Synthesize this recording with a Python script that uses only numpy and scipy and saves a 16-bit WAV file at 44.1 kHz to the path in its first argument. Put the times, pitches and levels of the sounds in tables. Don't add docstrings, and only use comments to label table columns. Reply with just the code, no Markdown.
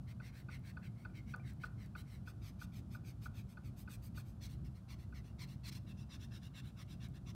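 import sys
import numpy as np
from scipy import signal
from scipy.fft import rfft, irfft
from scipy.io import wavfile
from scipy.ndimage import uniform_filter1d

SR = 44100
rng = np.random.default_rng(int(sys.argv[2]) if len(sys.argv) > 2 else 0)


def to_wav(sig):
    pcm = np.clip(np.atleast_2d(sig), -1, 1) * 32767
    pcm = np.round(pcm).astype(np.int16)
    wavfile.write(sys.argv[1], SR, pcm.T)


N = 324128
FREQS_HZ = np.maximum(np.fft.rfftfreq(N, 1 / SR), 1)
USUAL_STROKE_DB = -68
# (time [s], level [dB])
SQUEAKS = [(.2000, -46.5), (.4860, -44.5), (0.7688, -42.5), (1.0496, -41.5), (1.3384, -35.5),
           (1.6359, -35.5), (1.9513, -40.5), (2.2738, -42), (2.6142, -43), (2.9475, -44), (3.2572, -41),
           (3.571, -45.5), (3.8762, -45), (4.1738, -46), (5.1241, -52.5)]


def undb(db):
    return 10 ** (np.asarray(db) / 20)


def unit(x):
    return x / np.sqrt(np.mean(x ** 2))


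def shaped(x, gain):
    return irfft(rfft(x) * gain, N)


def colour(points):
    hz, db = np.transpose(points)
    return undb(np.interp(np.log(FREQS_HZ), np.log(hz), db))


def band(lo_hz, hi_hz, order=8):
    return ((1 + (lo_hz / FREQS_HZ) ** (2 * order)) * (1 + (FREQS_HZ / hi_hz) ** (2 * order))) ** -.5


def walk(rate_hz):
    hold = int(SR / rate_hz)
    steps = np.repeat(rng.standard_normal(N // hold + 1), hold)
    return unit(uniform_filter1d(steps, hold)[:N])


def add(track, at_s, sound):
    i = max(int(at_s * SR), 0)
    track[i:i + len(sound)] += sound[:N - i]


def ringing(modes, t, rise_s):
    ring = sum(undb(db - 60 * t / t60_s) * np.sin(2 * np.pi * (hz * t + rng.random()))
               for hz, db, t60_s in modes)
    return ring * (1 - np.exp(-t / rise_s))


def ventilation(rumble_db=-49.2, air_db=-72.3, swell_share=.7, flutter_db=1.3):
    # (frequency [Hz], relative density [dB])
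    rumble_spectrum = [(22, -33), (38, -16.5), (50, -5.5), (66, -0.5), (82, -5.5), (104, 1.5), (130, .5),
                       (160, -8.5), (182, -5), (222, -9.5), (260, -16), (340, -21.5), (450, -33)]
    air_spectrum = [(300, -6), (450, 1.5), (680, 4), (900, -2.5), (1400, -3.5), (2000, -17), (3000, -15.5),
                    (4600, -17.5), (6500, -20.5), (10000, -21.5), (15500, -27.5)]
    # (time [s], level [dB])
    swell = [(0, -50.5), (0.9, -50.5), (1.4, -48.0), (1.7, -48.0), (2.1, -51.0), (2.45, -47.0),
             (2.85, -49.5), (3.2, -47.5), (4.0, -49.0), (4.55, -47.5), (4.85, -52.0), (5.7, -49.0),
             (6.1, -49.0), (6.9, -49.5), (7.15, -48.0), (7.35, -48.5)]
    times_s, db = np.transpose(swell)
    swell_db = swell_share * np.interp(np.arange(N) / SR, times_s, db - db.mean())
    waver_db = swell_db + flutter_db * walk(rate_hz=20)
    rumble = unit(shaped(rng.standard_normal(N), colour(rumble_spectrum) * band(26, 420)))
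    air = unit(shaped(rng.standard_normal(N), colour(air_spectrum) * band(300, 16000)))
    return rumble * undb(rumble_db + waver_db) + air * undb(air_db)


def friction(catches_per_s=2500, spread_db=3.5, catch_gain=.42, tremble_db=.8):
    catches = (rng.random(N) < catches_per_s / SR) * rng.choice([-1, 1], N)
    sizes = undb(spread_db * np.minimum(rng.exponential(size=N), 5))
    grain = rng.standard_normal(N) + catch_gain * unit(catches * sizes)
    return grain * undb(tremble_db * walk(rate_hz=260))


def stroke_tone(at_s, db, push, body_lag=.3, edge_lag=.2, push_body_db=1.2, push_edge_db=-.8):
    # (time [s], card body [dB], edge hiss [dB])
    tone = [(0.1, 3.5, -5.5), (.6, 6.3, -4), (1.75, 2.5, -6), (2.0, 0, -2.5), (2.6, -3, -3.5),
            (3.1, -1, -1.5), (3.6, -1.5, -2), (3.8, -2, 3), (4.07, -.5, 3), (4.44, -4.5, -4),
            (5.16, 1.5, -6), (5.42, -1, -6), (5.7, -1, -4), (6.0, -2.5, -9), (6.8, 0, -7), (7.3, -1, -9)]
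    times_s, body_db, edge_db = np.transpose(tone)
    harder_db = db - USUAL_STROKE_DB
    return (np.interp(at_s, times_s, body_db) - body_lag * harder_db + push_body_db * push,
            np.interp(at_s, times_s, edge_db) - edge_lag * harder_db + push_edge_db * push)


def card_gain(modes, floor_db, freqs_hz, widen=1.57, detune=.012, contact_db=2.0):
    hz, width_hz, db = np.transpose(modes)
    shift, weight = rng.standard_normal((len(modes), 2)).T
    offset = (freqs_hz[:, None] - hz * (1 + detune * shift)) / (widen * width_hz / 2)
    peaks = undb(db + contact_db * weight) / (1 + offset ** 2)
    return np.sqrt(undb(floor_db) ** 2 + np.sum(peaks ** 2, axis=1))


def stroke_speed(length_s, db, rise_share, drag_share_per_db=.014):
    fastest = np.clip(rise_share + drag_share_per_db * (db - USUAL_STROKE_DB), .1, .9)
    progress = np.linspace(0, 1, int(length_s * SR))
    return np.sin(np.interp(progress, [0, fastest, 1], [0, np.pi / 2, np.pi]))


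def screen_echo(x, direction, path_s=.001096, travel_s=.00018, gain=.5):
    i = np.arange(len(x))
    lag_s = path_s * rng.uniform(.783, 1.207) + direction * travel_s * np.cos(np.pi * i / len(x)) / 2
    return (x + gain * np.interp(i - lag_s * SR, i, x)) / np.hypot(1, gain)


def squeegee(edge_late_share=.04):
    # (start [s], length [s], level [dB])
    strokes = [(.064, .072, -69.5), (.206, .107, -69), (.315, .117, -70), (.488, .094, -67),
               (.629, .097, -69), (.815, .076, -72.5), (.954, .125, -80), (1.133, .08, -71),
               (1.26, .089, -71.5), (1.432, .102, -69.5), (1.594, .088, -68), (1.77, .113, -73.5),
               (1.949, .08, -66.5), (2.051, .146, -73), (2.25, .075, -69.5), (2.409, .11, -66.5),
               (2.582, .082, -65), (2.716, .1, -68.5), (2.898, .083, -69.5), (3.035, .096, -67.5),
               (3.205, .08, -67.5), (3.333, .096, -68), (3.476, .075, -75.5), (3.629, .081, -75),
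               (3.757, .089, -71.5), (3.882, .09, -65.5), (4.013, .084, -71.5), (4.139, .088, -66.5),
               (4.243, .095, -78), (4.403, .083, -59.5), (4.478, .09, -69.5), (4.64, .052, -73.5),
               (4.743, .071, -79), (4.879, .079, -63.5), (4.977, .091, -75.5), (5.135, .082, -69),
               (5.233, .097, -77), (5.381, .08, -58.6), (5.467, .099, -69), (5.63, .078, -58.5),
               (5.677, .027, -56), (5.712, .029, -59.5), (5.728, .066, -62), (5.861, .074, -67),
               (5.96, .09, -71), (6.085, .091, -61), (6.188, .08, -64), (6.303, .092, -64),
               (6.407, .083, -67), (6.533, .083, -60), (6.621, .098, -69.5), (6.76, .083, -63.5),
               (6.872, .089, -66.5), (6.994, .086, -64), (7.131, .062, -70.5), (7.254, .068, -62.5)]
    # (frequency [Hz], nominal width [Hz], level [dB])
    card_flat = [(1750, 650, -4.5), (2150.0, 160, 1.8), (2650, 450, -7.5), (3140, 120.0, -11.5),
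                 (3940, 250.0, -11), (4260, 960, -12.5), (5700, 470, -12.5), (8080, 670, -15),
                 (9120.0, 380.0, -16), (11740, 790, -19.5), (15620.0, 3080.0, -18.5)]
    card_at_rim = [(2430, 290, -5.5), (3630, 480, -5.5), (4530, 290, -5.5), (5060, 240, -4),
                   (6240, 310, -5.5), (8200, 320.0, -3), (11500, 590.0, -7.5), (13120.0, 830.0, -7.5),
                   (14770.0, 1000, -8)]
    card_pressed = [(1050, 390, -8), (2110, 400, -2.5), (2780, 230, -3.5), (3410, 210, -1.7),
                    (4220, 490, -0.0), (5330, 500, -4), (5930, 450, -7), (7510.0, 840, -14.5),
                    (8900, 490.0, -9), (12100, 810, -14), (14980.0, 1540.0, -16.4)]
    card_upright = [(1160, 350, -7.5), (1690, 430, -6), (2196, 190, -4.5), (2730, 140, 1),
                    (3695, 560, -0.3), (5050, 130, -3.5), (5660, 540, -6), (7200.0, 330.0, -11),
                    (8230.0, 210.0, -18), (9170, 890.0, -14), (12300, 1380.0, -22)]
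    # (start [s], card modes, unresonant floor [dB], rise [share of a usual stroke])
    grips = [(0, card_flat, -23, .61), (2.22, card_at_rim, -11.5, .53),
             (4.37, card_pressed, -17, .38), (5.83, card_upright, -19, .56)]
    out, drive = np.zeros(N), friction()
    freqs_hz = np.fft.rfftfreq(N // 32, 1 / SR)
    bands = band(923, 2847), band(2890, 6800), band(6780, 17000)
    registers = [np.interp(freqs_hz, FREQS_HZ, gain) for gain in bands]
    for k, (start_s, length_s, db) in enumerate(strokes):
        middle_s = start_s + length_s / 2
        push = 1 if k % 2 else -1
        _, modes, floor_db, rise_share = [grip for grip in grips if grip[0] <= middle_s][-1]
        body_db, edge_db = stroke_tone(middle_s, db, push)
        card = card_gain(modes, floor_db, freqs_hz)
        speed = stroke_speed(length_s, db, rise_share)
        edge_speed = stroke_speed(length_s, db, rise_share + edge_late_share)
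        grain = drive[int(start_s * SR):][:len(speed)]
        swells = (undb(body_db - 1) * speed ** .79,
                  undb(-.03) * speed ** 1.23,
                  undb(edge_db + .04) * edge_speed ** 1.43)
        rings = [np.fft.fftshift(irfft(unit(card * register ** 2))) for register in registers]
        scrape = sum(swell * signal.fftconvolve(grain, ring, "same")
                     for swell, ring in zip(swells, rings))
        add(out, start_s, undb(db) * screen_echo(scrape, -push))
    return out


def squeaks(slip_trim_db=-1.2, ring_trim_db=-.3, ring_delay_s=.001003, vary_db=1):
    # (delay [s], length [s], pitch [Hz], level [dB])
    slips = [(0, .0065, 1418, -6), (.004, 0.00814, 1440, -.5), (.0048, .005, 1340, -6),
             (-.0006, 0.0046, 2498, -15), (0.0042, 0.0088, 870, -18.5)]
    # (frequency [Hz], level [dB], t60 [s])
    shell_modes = [(350, -30, 0.11), (481, -26, 0.11), (622, -27, 0.12), (900, -32, 0.12),
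                   (1216, -17, 0.12), (1324, -21, 0.14), (1674, -30, 0.054), (2130, -32, 0.067),
                   (3500, -27, 0.043), (4260, -24, 0.041), (4540, -27.5, 0.057), (4750, -27, .035)]
    out, t = np.zeros(N), np.arange(SR // 8) / SR
    for at_s, db in SQUEAKS:
        pitch_ratio = 1 + .008 * rng.standard_normal()
        for delay_s, length_s, hz, slip_db in slips:
            swell = np.sin(np.pi * np.minimum(t / length_s, 1)).clip(0) ** .61
            gain = undb(db + slip_db + slip_trim_db + vary_db * rng.standard_normal())
            add(out, at_s + delay_s, gain * swell * np.sin(2 * np.pi * hz * pitch_ratio * t))
        add(out, at_s + ring_delay_s, undb(db + ring_trim_db) * ringing(shell_modes, t, rise_s=.002))
    return out


def shudder(trim_db=-27.8, t60_s=.4, rise_s=.005):
    swell, t = np.zeros(N), np.arange(SR // 3) / SR
    for at_s, db in SQUEAKS:
        add(swell, at_s, undb(db + trim_db - 60 * t / t60_s) * (1 - np.exp(-t / rise_s)))
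    spectrum = band(400, 1500, order=4) / np.sqrt(FREQS_HZ)
    return swell * unit(shaped(rng.standard_normal(N), spectrum))


def tape_ticks(trim_db=-3, decay_s=.0014):
    # (time [s], level [dB])
    releases = [(0.594, -63), (1.362, -51), (1.5349, -58), (1.8612, -57), (5.476, -61), (7.0863, -58)]
    out, t = np.zeros(N), np.arange(SR // 50) / SR
    for at_s, db in releases:
        add(out, at_s, undb(db + trim_db) * np.exp(-t / decay_s) * rng.standard_normal(len(t)))
    return shaped(out, band(7000, 15000, order=2))


def card_taps():
    # (time [s], level [dB])
    taps = [(1.096, -70), (1.396, -57.5)]
    # (frequency [Hz], level [dB], t60 [s])
    card_modes = [(740, 4, .03), (1800, -9, .02), (2360, -3.5, 0.095), (2480, -7, .05)]
    out, t = np.zeros(N), np.arange(SR // 8) / SR
    for at_s, db in taps:
        add(out, at_s, undb(db) * ringing(card_modes, t, rise_s=.0006))
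    return out


def room(x, wet_db, t60_s=.33, gap_s=.0081, dull_hz=7000):
    t = np.arange(SR // 2) / SR
    tail = rng.standard_normal(len(t)) * undb(-60 * t / t60_s) * (t > gap_s)
    wet = signal.fftconvolve(x, tail / np.linalg.norm(tail))[:N]
    return undb(wet_db) * shaped(wet, band(100, dull_hz, order=1))


def scene():
    blade = squeegee() + card_taps() + tape_ticks()
    shell = squeaks() + shudder()
    return (blade + room(blade, wet_db=-15.5) + shell + room(shell, wet_db=-14.5) + ventilation())[None]


def record(dry):
    top_hz = 15750
    return signal.sosfilt(signal.ellip(12, .1, 70, top_hz, fs=SR, output="sos"), dry)


dry = scene()
out = record(dry)
to_wav(out)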